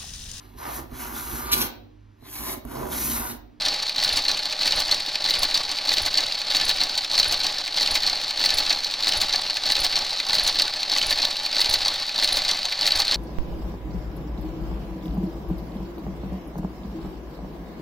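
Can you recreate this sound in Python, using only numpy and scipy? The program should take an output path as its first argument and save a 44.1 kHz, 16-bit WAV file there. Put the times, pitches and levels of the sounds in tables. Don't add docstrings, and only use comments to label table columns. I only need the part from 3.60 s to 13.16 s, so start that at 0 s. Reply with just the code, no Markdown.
import sys
import numpy as np
from scipy import signal
from scipy.fft import rfft, irfft, next_fast_len
from scipy.io import wavfile
from scipy.ndimage import uniform_filter1d

SR = 44100
rng = np.random.default_rng(int(sys.argv[2]) if len(sys.argv) > 2 else 0)


def gain_from_db(level_db):
    decades = np.asarray(level_db, float) / 20
    return 10 ** decades


def persist_wave(psi):
    counts = np.round(np.clip(psi, -1, 1) * 32767).astype(np.int16)
    wavfile.write(sys.argv[1], SR, np.atleast_2d(counts).T)


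N = 421575


def at_hz(points, hz):
    point_hz, point_db = np.array(points).T
    return np.interp(np.log(hz + 1), np.log(point_hz), point_db)


def colour(x, points, turn=1):
    size = next_fast_len(N + 4096)
    hz = np.arange(size // 2 + 1) * SR / size
    return irfft(turn * rfft(x, size) * gain_from_db(at_hz(points, hz)), size)[:N]


def ring(clicks, hz, t60):
    radius = gain_from_db(-60 / (t60 * SR))
    angle = 2 * np.pi * hz / SR
    return signal.lfilter([0, np.sin(angle)], [1, -2 * radius * np.cos(angle), radius ** 2], clicks + 1e-18)


def swell(blows, length_s):
    fade = np.exp(-1 / (length_s * SR))
    return signal.lfilter([2 * (1 - fade) ** 1.5], [1, -2 * fade, fade ** 2], blows + 1e-18)


def grains(grain_db):
    grit = rng.standard_normal(N) * gain_from_db(grain_db * np.minimum(rng.exponential(1, N), 5))
    return grit / grit.std()


def drift(rate):
    knots = rng.standard_normal(9000)
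    return np.interp(np.arange(N) / SR * rate, np.arange(9000), knots)


def train(seconds, sizes):
    at = np.round(seconds * SR).astype(int)
    inside = (at >= 0) & (at < N)
    clicks = np.zeros(N)
    np.add.at(clicks, at[inside], sizes[inside])
    return clicks


def stitch_starts():
    first_s, stitch_s, slowing_s = .0012, .63023, .000028
    stitch = np.arange(-1, 16)
    return first_s + stitch_s * stitch + slowing_s * stitch ** 2


def once_a_stitch(into_s, scatter_db):
    seconds = stitch_starts() + into_s
    return train(seconds, gain_from_db(scatter_db * rng.standard_normal(len(seconds))))


def load_db():
    # into_stitch_s [s], level_db [dB]
    strain = [(0, 3.5), (.06, 7), (.13, 4.5), (.2, 3.5), (.33, 2), (.39, 6), (.5, 7.5), (.59, 6.5),
              (.6306, 5)]
    t, starts = np.arange(N) / SR, stitch_starts()
    into_s = t - starts[np.clip(np.searchsorted(starts, t) - 1, 0, None)]
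    return np.interp(into_s, *np.transpose(strain))


def motor(flicker_db, rumble_depth, hiss_depth):
    # pitch_hz [Hz], level_db [dB per Hz]
    whir_colour = [(18, -34), (30, -13), (64, -21.5), (384, -32), (584, -25.5), (666, -11), (822, -7.5),
                   (1350, -11.5), (2290, -9), (3220, -8.5), (4420, 2.5), (5310, -10.5), (7670, -25),
                   (16000, -39.5)]
    # pitch_hz [Hz], rms_db [dB], t60_s [s]
    housing = [(619, -53.5, 0.05), (847, -53.5, 0.025)]
    grit = grains(grain_db=3.0) * gain_from_db(flicker_db * drift(150))
    whir = colour(grit, whir_colour)
    whir *= gain_from_db(-34.0) / whir.std()
    for hz, rms_db, t60 in housing:
        hum = ring(grit, hz, t60)
        whir += gain_from_db(rms_db) * hum / hum.std()
    rumble = signal.sosfiltfilt(signal.butter(2, 500, fs=SR, output="sos"), whir)
    hiss = signal.sosfiltfilt(signal.butter(2, 8000, "high", fs=SR, output="sos"), whir)
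    body = whir - rumble - hiss
    load = load_db()
    return body * gain_from_db(load) + rumble * gain_from_db(rumble_depth * load - 1.0) + hiss * gain_from_db(hiss_depth * load - 2.5)


def contact_list(blows, part, slack, force):
    # into_stitch_s [s], level_db [dB]
    gear_ticks = [(.009, -15.5), (.051, -18), (.072, -16.5), (.105, -19.5), (.161, -17.5), (.212, -23.5),
                  (.232, -17.5), (.257, -20.5), (.285, -17.5), (.325, -23.5), (.347, -19.5), (.508, -20.5),
                  (.543, -18), (.559, -15.5), (.581, -18)]
    gear_colour_db = [-23.5, -10, -0.5, -15, -24.5]
    # start_s [s], level_db [dB]
    strays = [(0.227, -24), (0.8545, -24), (1.3125, -17), (1.9435, -24), (2.1136, -21), (2.5735, -20.5),
              (3.377, -18), (3.5214, -23), (5.236, -30), (5.5674, -30), (6.19, -22), (6.4936, -29),
              (6.8502, -23), (7.8294, -33), (7.9139, -31), (8.1104, -23), (9.0523, -22), (9.3734, -21)]
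    stray_colour_db = [-21, -9, 6, 2, -9]
    leads_s = [0.00495, 0.00221, .0026, .0014, .001]
    play_s, force_spread_db = .0003, 2

    ticks = np.add(gear_ticks, [0, gear_colour_db[part]])
    into_s, level_db = np.transpose(np.vstack([blows, ticks]))
    starts = stitch_starts()
    seconds = (starts[:, None] + into_s).ravel() - leads_s[part]
    at = np.clip((seconds * SR).astype(int), 0, N - 1)
    stray_s, snap_db = np.transpose(strays)
    all_s = np.append(seconds + play_s * slack[at], stray_s)
    all_db = np.append(np.tile(level_db, len(starts)), snap_db + stray_colour_db[part])
    change_db = np.append(force_spread_db * force[at], 0 * stray_s)
    return all_s, all_db, change_db


def mechanism():
    # pitch_hz [Hz], level_db [dB], t60_s [s]
    casing = [(291, -10.5, 0.093), (446, -21, 0.053), (585, -7, 0.039), (730.4, 0, 0.036),
              (829, 1.5, 0.038), (990.5, -4, 0.014), (1126, 0, 0.025)]
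    # pitch_hz [Hz], level_db [dB], t60_s [s]
    cam = [(1503, -9, 0.048), (1760, -6, 0.046), (2053, -3.5, 0.021), (2340, 4, 0.0069), (2837, 9, 0.0046),
           (3224, 6, 0.0064)]
    # pitch_hz [Hz], level_db [dB], t60_s [s]
    port = [(3794, 1.5, 0.0058), (4103, 3, 0.0076), (4402, 0.5, 0.014), (4695, -1.5, 0.0088),
            (5410, -3, 0.0034)]
    # pitch_hz [Hz], level_db [dB], t60_s [s]
    needle = [(6170, 4.5, 0.0031), (7250, -0.5, 0.0032), (7600, 3, 0.0015), (9100, 4, 0.0011)]
    # pitch_hz [Hz], level_db [dB], t60_s [s]
    latch = [(10240, -2.5, 0.004), (11580, -6.5, 0.0023), (12700, 0.5, 0.0013), (15300, -1, 0.00214)]
    # into_stitch_s [s], level_db [dB]
    casing_blows = [(0.0318, -40.0), (0.0641, -32), (0.0897, -37.5), (0.1054, -47), (0.1182, -35.5),
                    (0.1441, -47), (0.1957, -57), (0.2194, -40), (0.3007, -41), (0.3582, -43.5),
                    (0.3706, -43), (0.3891, -34.0), (0.426, -32.5), (0.4355, -42), (0.4571, -40),
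                    (0.4827, -52), (0.5011, -40), (0.5207, -40), (0.57, -31.5), (0.5898, -34.5)]
    # into_stitch_s [s], level_db [dB]
    cam_blows = [(0.0207, -21.5), (0.0296, -24.5), (0.0623, -17), (0.0685, -27), (0.0839, -28.5),
                 (0.1184, -32), (0.1392, -24), (0.191, -25.5), (0.2241, -27.0), (0.295, -22),
                 (0.3591, -26.0), (0.3904, -22.5), (0.4004, -21), (0.4241, -21), (0.4347, -28),
                 (0.445, -18), (0.4555, -27), (0.4786, -24.5), (0.491, -25), (0.5, -19.5), (0.5277, -29),
                 (0.5743, -17), (0.5812, -22), (0.5906, -23.5)]
    # into_stitch_s [s], level_db [dB]
    port_blows = [(0.021, -11.5), (0.033, -16), (0.0529, -10), (0.0616, -6.5), (0.0847, -8.5),
                  (0.1176, -18), (0.1444, -15), (0.19, -22), (0.2017, -13.5), (0.2247, -17.5),
                  (0.2678, -19), (0.2788, -18), (0.2953, -12), (0.362, -13.5), (0.382, -12), (0.391, -12),
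                  (0.401, -10.5), (0.416, -14.5), (0.4273, -8.5), (0.4369, -11.5), (0.4472, -5.5),
                  (0.465, -34), (0.4785, -9), (0.492, -8.5), (0.5265, -14), (0.563, -17.5), (0.5721, -7.5),
                  (0.5907, -10), (0.6007, -35), (0.6216, -18)]
    # into_stitch_s [s], level_db [dB]
    needle_blows = [(0.0175, -25.5), (0.0316, -43.5), (0.052, -31), (0.0612, -21.5), (0.082, -17),
                    (0.1402, -21.5), (0.1893, -35), (0.2243, -29), (0.2676, -29.5), (0.2937, -24),
                    (0.3583, -32), (0.3801, -26.5), (0.3881, -33), (0.4005, -43), (0.4148, -25.0),
                    (0.4269, -21.5), (0.4383, -15.5), (0.4451, -18.5), (0.4781, -22.5), (0.4916, -21.5),
                    (0.5295, -25), (0.562, -22), (0.5713, -12), (0.581, -25), (0.5904, -36), (0.6227, -25)]
    # into_stitch_s [s], level_db [dB]
    latch_blows = [(0.0122, -29), (0.0605, -34), (0.0828, -23), (0.1139, -35.5), (0.1388, -32),
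                   (0.1645, -35.5), (0.2006, -30.5), (0.2233, -57), (0.2682, -31), (0.2939, -29.5),
                   (0.3623, -31), (0.3833, -28.0), (0.3921, -33), (0.4237, -25), (0.4384, -19),
                   (0.4451, -22.5), (0.4557, -24), (0.4776, -39), (0.4905, -27.0), (0.5303, -22),
                   (0.5647, -18), (0.5727, -15.5), (0.5799, -28), (0.622, -33)]
    # level_db [dB], rattle_s [s], share of the force change [0-1], mode scatter_db [dB], chatter_db [dB]
    parts = [
        (0.5, 0.004, 0.17, 1.5, -6),
        (-11, 0.0036, 1, 3, -3),
        (-6, 0.0016, 0.97, 0.8, -2.5),
        (-10, 0.0018, 0.55, 3.5, -3),
        (-8.5, 0.001, .6, 2.5, 1.5),
    ]
    strikes = [.5, .5, .8, .5, .3]
    chatter_leads_s = [0.0057, 0.0049, 0.0012, 0.0053, 0.0046]
    chatter_s = 0.0041

    all_modes = [casing, cam, port, needle, latch]
    all_blows = [casing_blows, cam_blows, port_blows, needle_blows, latch_blows]
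    slack, force = drift(60), drift(110)
    fine, coarse = grains(grain_db=1.2), grains(grain_db=3.0)
    out = np.zeros(N)
    for k, (modes, blows) in enumerate(zip(all_modes, all_blows)):
        seconds, levels, change_db = contact_list(blows, k, slack, force)
        part_db, rattle_s, share, scatter_db, chatter_db = parts[k]
        blow_db = levels + share * change_db + part_db
        part = np.zeros(N)
        for m, (hz, mode_db, t60) in enumerate(modes):
            sign = (-1) ** m
            size = gain_from_db(blow_db + mode_db + scatter_db * rng.standard_normal(len(seconds)))
            rattle = swell(train(seconds, size), rattle_s) * np.roll(fine, round(hz))
            rattle += strikes[k] * sign * train(seconds + .0004, size)
            loose = train(seconds - chatter_leads_s[k], size * gain_from_db(chatter_db))
            chatter = swell(loose, chatter_s) * coarse
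            part += ring(rattle + sign * chatter, hz, t60)
        out += signal.sosfilt(signal.butter(2, 0.48 * modes[0][0], "high", fs=SR, output="sos"), part)
    return out


def table():
    jolts_s = [.531, .415, .523, .521, .02]
    # pitch_hz [Hz], level_db [dB], t60_s [s], direction [signed ratio]
    sways = [
        (15.8, -36.5, 1.3, 1),
        (16.1, -44, 0.43, 0.87),
        (77, -37, 0.27, -1),
        (31, -31, .1, -1),
        (62, -45, 0.4, 1),
    ]
    sway = np.zeros(N)
    for into_s, (hz, level_db, t60, way) in zip(jolts_s, sways):
        sway += way * gain_from_db(level_db) * ring(once_a_stitch(into_s, scatter_db=2.0), hz, t60)
    return signal.sosfilt(signal.butter(2, 160, fs=SR, output="sos"), sway)


def pin():
    pings_s = [.5305, .5305, .052, .083, .427, .4785, .558, .294, .491]
    pings_t60_s = [.006, .04, .012, .012, .03, .015, .008, .015, .015]
    # pitch_hz [Hz], level_db [dB]
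    notes_hz_db = [(10270, -19.5), (10470, -35), (5920, -23.5), (5680, -18.5), (1980, -21), (3090, -17),
                   (7140, -29), (2450, -21.5), (2510, -23)]
    pings = np.zeros(N)
    for into_s, t60, (hz, level_db) in zip(pings_s, pings_t60_s, notes_hz_db):
        pings += gain_from_db(level_db) * ring(once_a_stitch(into_s, scatter_db=2.5), hz, t60)
    return signal.sosfilt(signal.butter(2, 1200, "high", fs=SR, output="sos"), pings)


def tail(t60, cut_hz):
    t = np.arange(round(.4 * SR)) / SR
    echo = rng.standard_normal(len(t)) * gain_from_db(-60 * t / t60)
    echo = signal.sosfilt(signal.butter(1, cut_hz, fs=SR, output="sos"), echo)
    return echo / np.sqrt(np.sum(echo ** 2))


def room(machine):
    echoes = np.append(np.zeros(130), tail(t60=0.15, cut_hz=22000))
    return gain_from_db(-13) * signal.fftconvolve(machine, echoes)[:N]


def port_difference(mid):
    # pitch_hz [Hz], level_db [dB]
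    side_colour = [(60, -19), (110, -28), (200, -30), (380, -31.5), (700, -33), (1290, -26), (2380, -20.5),
                   (4400, -14), (8120, -11), (15000, -10)]
    side = colour(mid, side_colour, turn=1j) * gain_from_db(-2.0)
    treble = signal.butter(4, 7000, "high", fs=SR, output="sos")
    own_rattle = gain_from_db(-6) * signal.sosfilt(treble, mid) * drift(700)
    own_hiss = gain_from_db(-65) * rng.standard_normal(N)
    return side + signal.sosfilt(treble, own_rattle + own_hiss)


def scene():
    approach_db_per_s = 0.1546
    nearer = gain_from_db(approach_db_per_s * (np.arange(N) - N / 2) / SR)
    machine = (mechanism() + pin()) * nearer
    mid = machine + room(machine) + motor(flicker_db=2.5, rumble_depth=1.78, hiss_depth=1.57)
    side = port_difference(mid)
    mid = mid + table()
    return np.array([mid + side, mid - side])


def roll_off(x):
    return signal.sosfilt(signal.butter(12, 16530, fs=SR, output="sos"), x)


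def record(dry):
    overload, offset_level, offset_per_db = .62, .0054, .001
    load = load_db()
    offset = offset_level + offset_per_db * uniform_filter1d(load - load.mean(), size=2000)
    rounded = overload * np.tanh(dry / overload)
    cut = signal.sosfilt(signal.ellip(12, .5, 80, 15830, fs=SR, output="sos"), rounded)
    return roll_off(cut + offset)


dry = scene()
out = record(dry)
persist_wave(out)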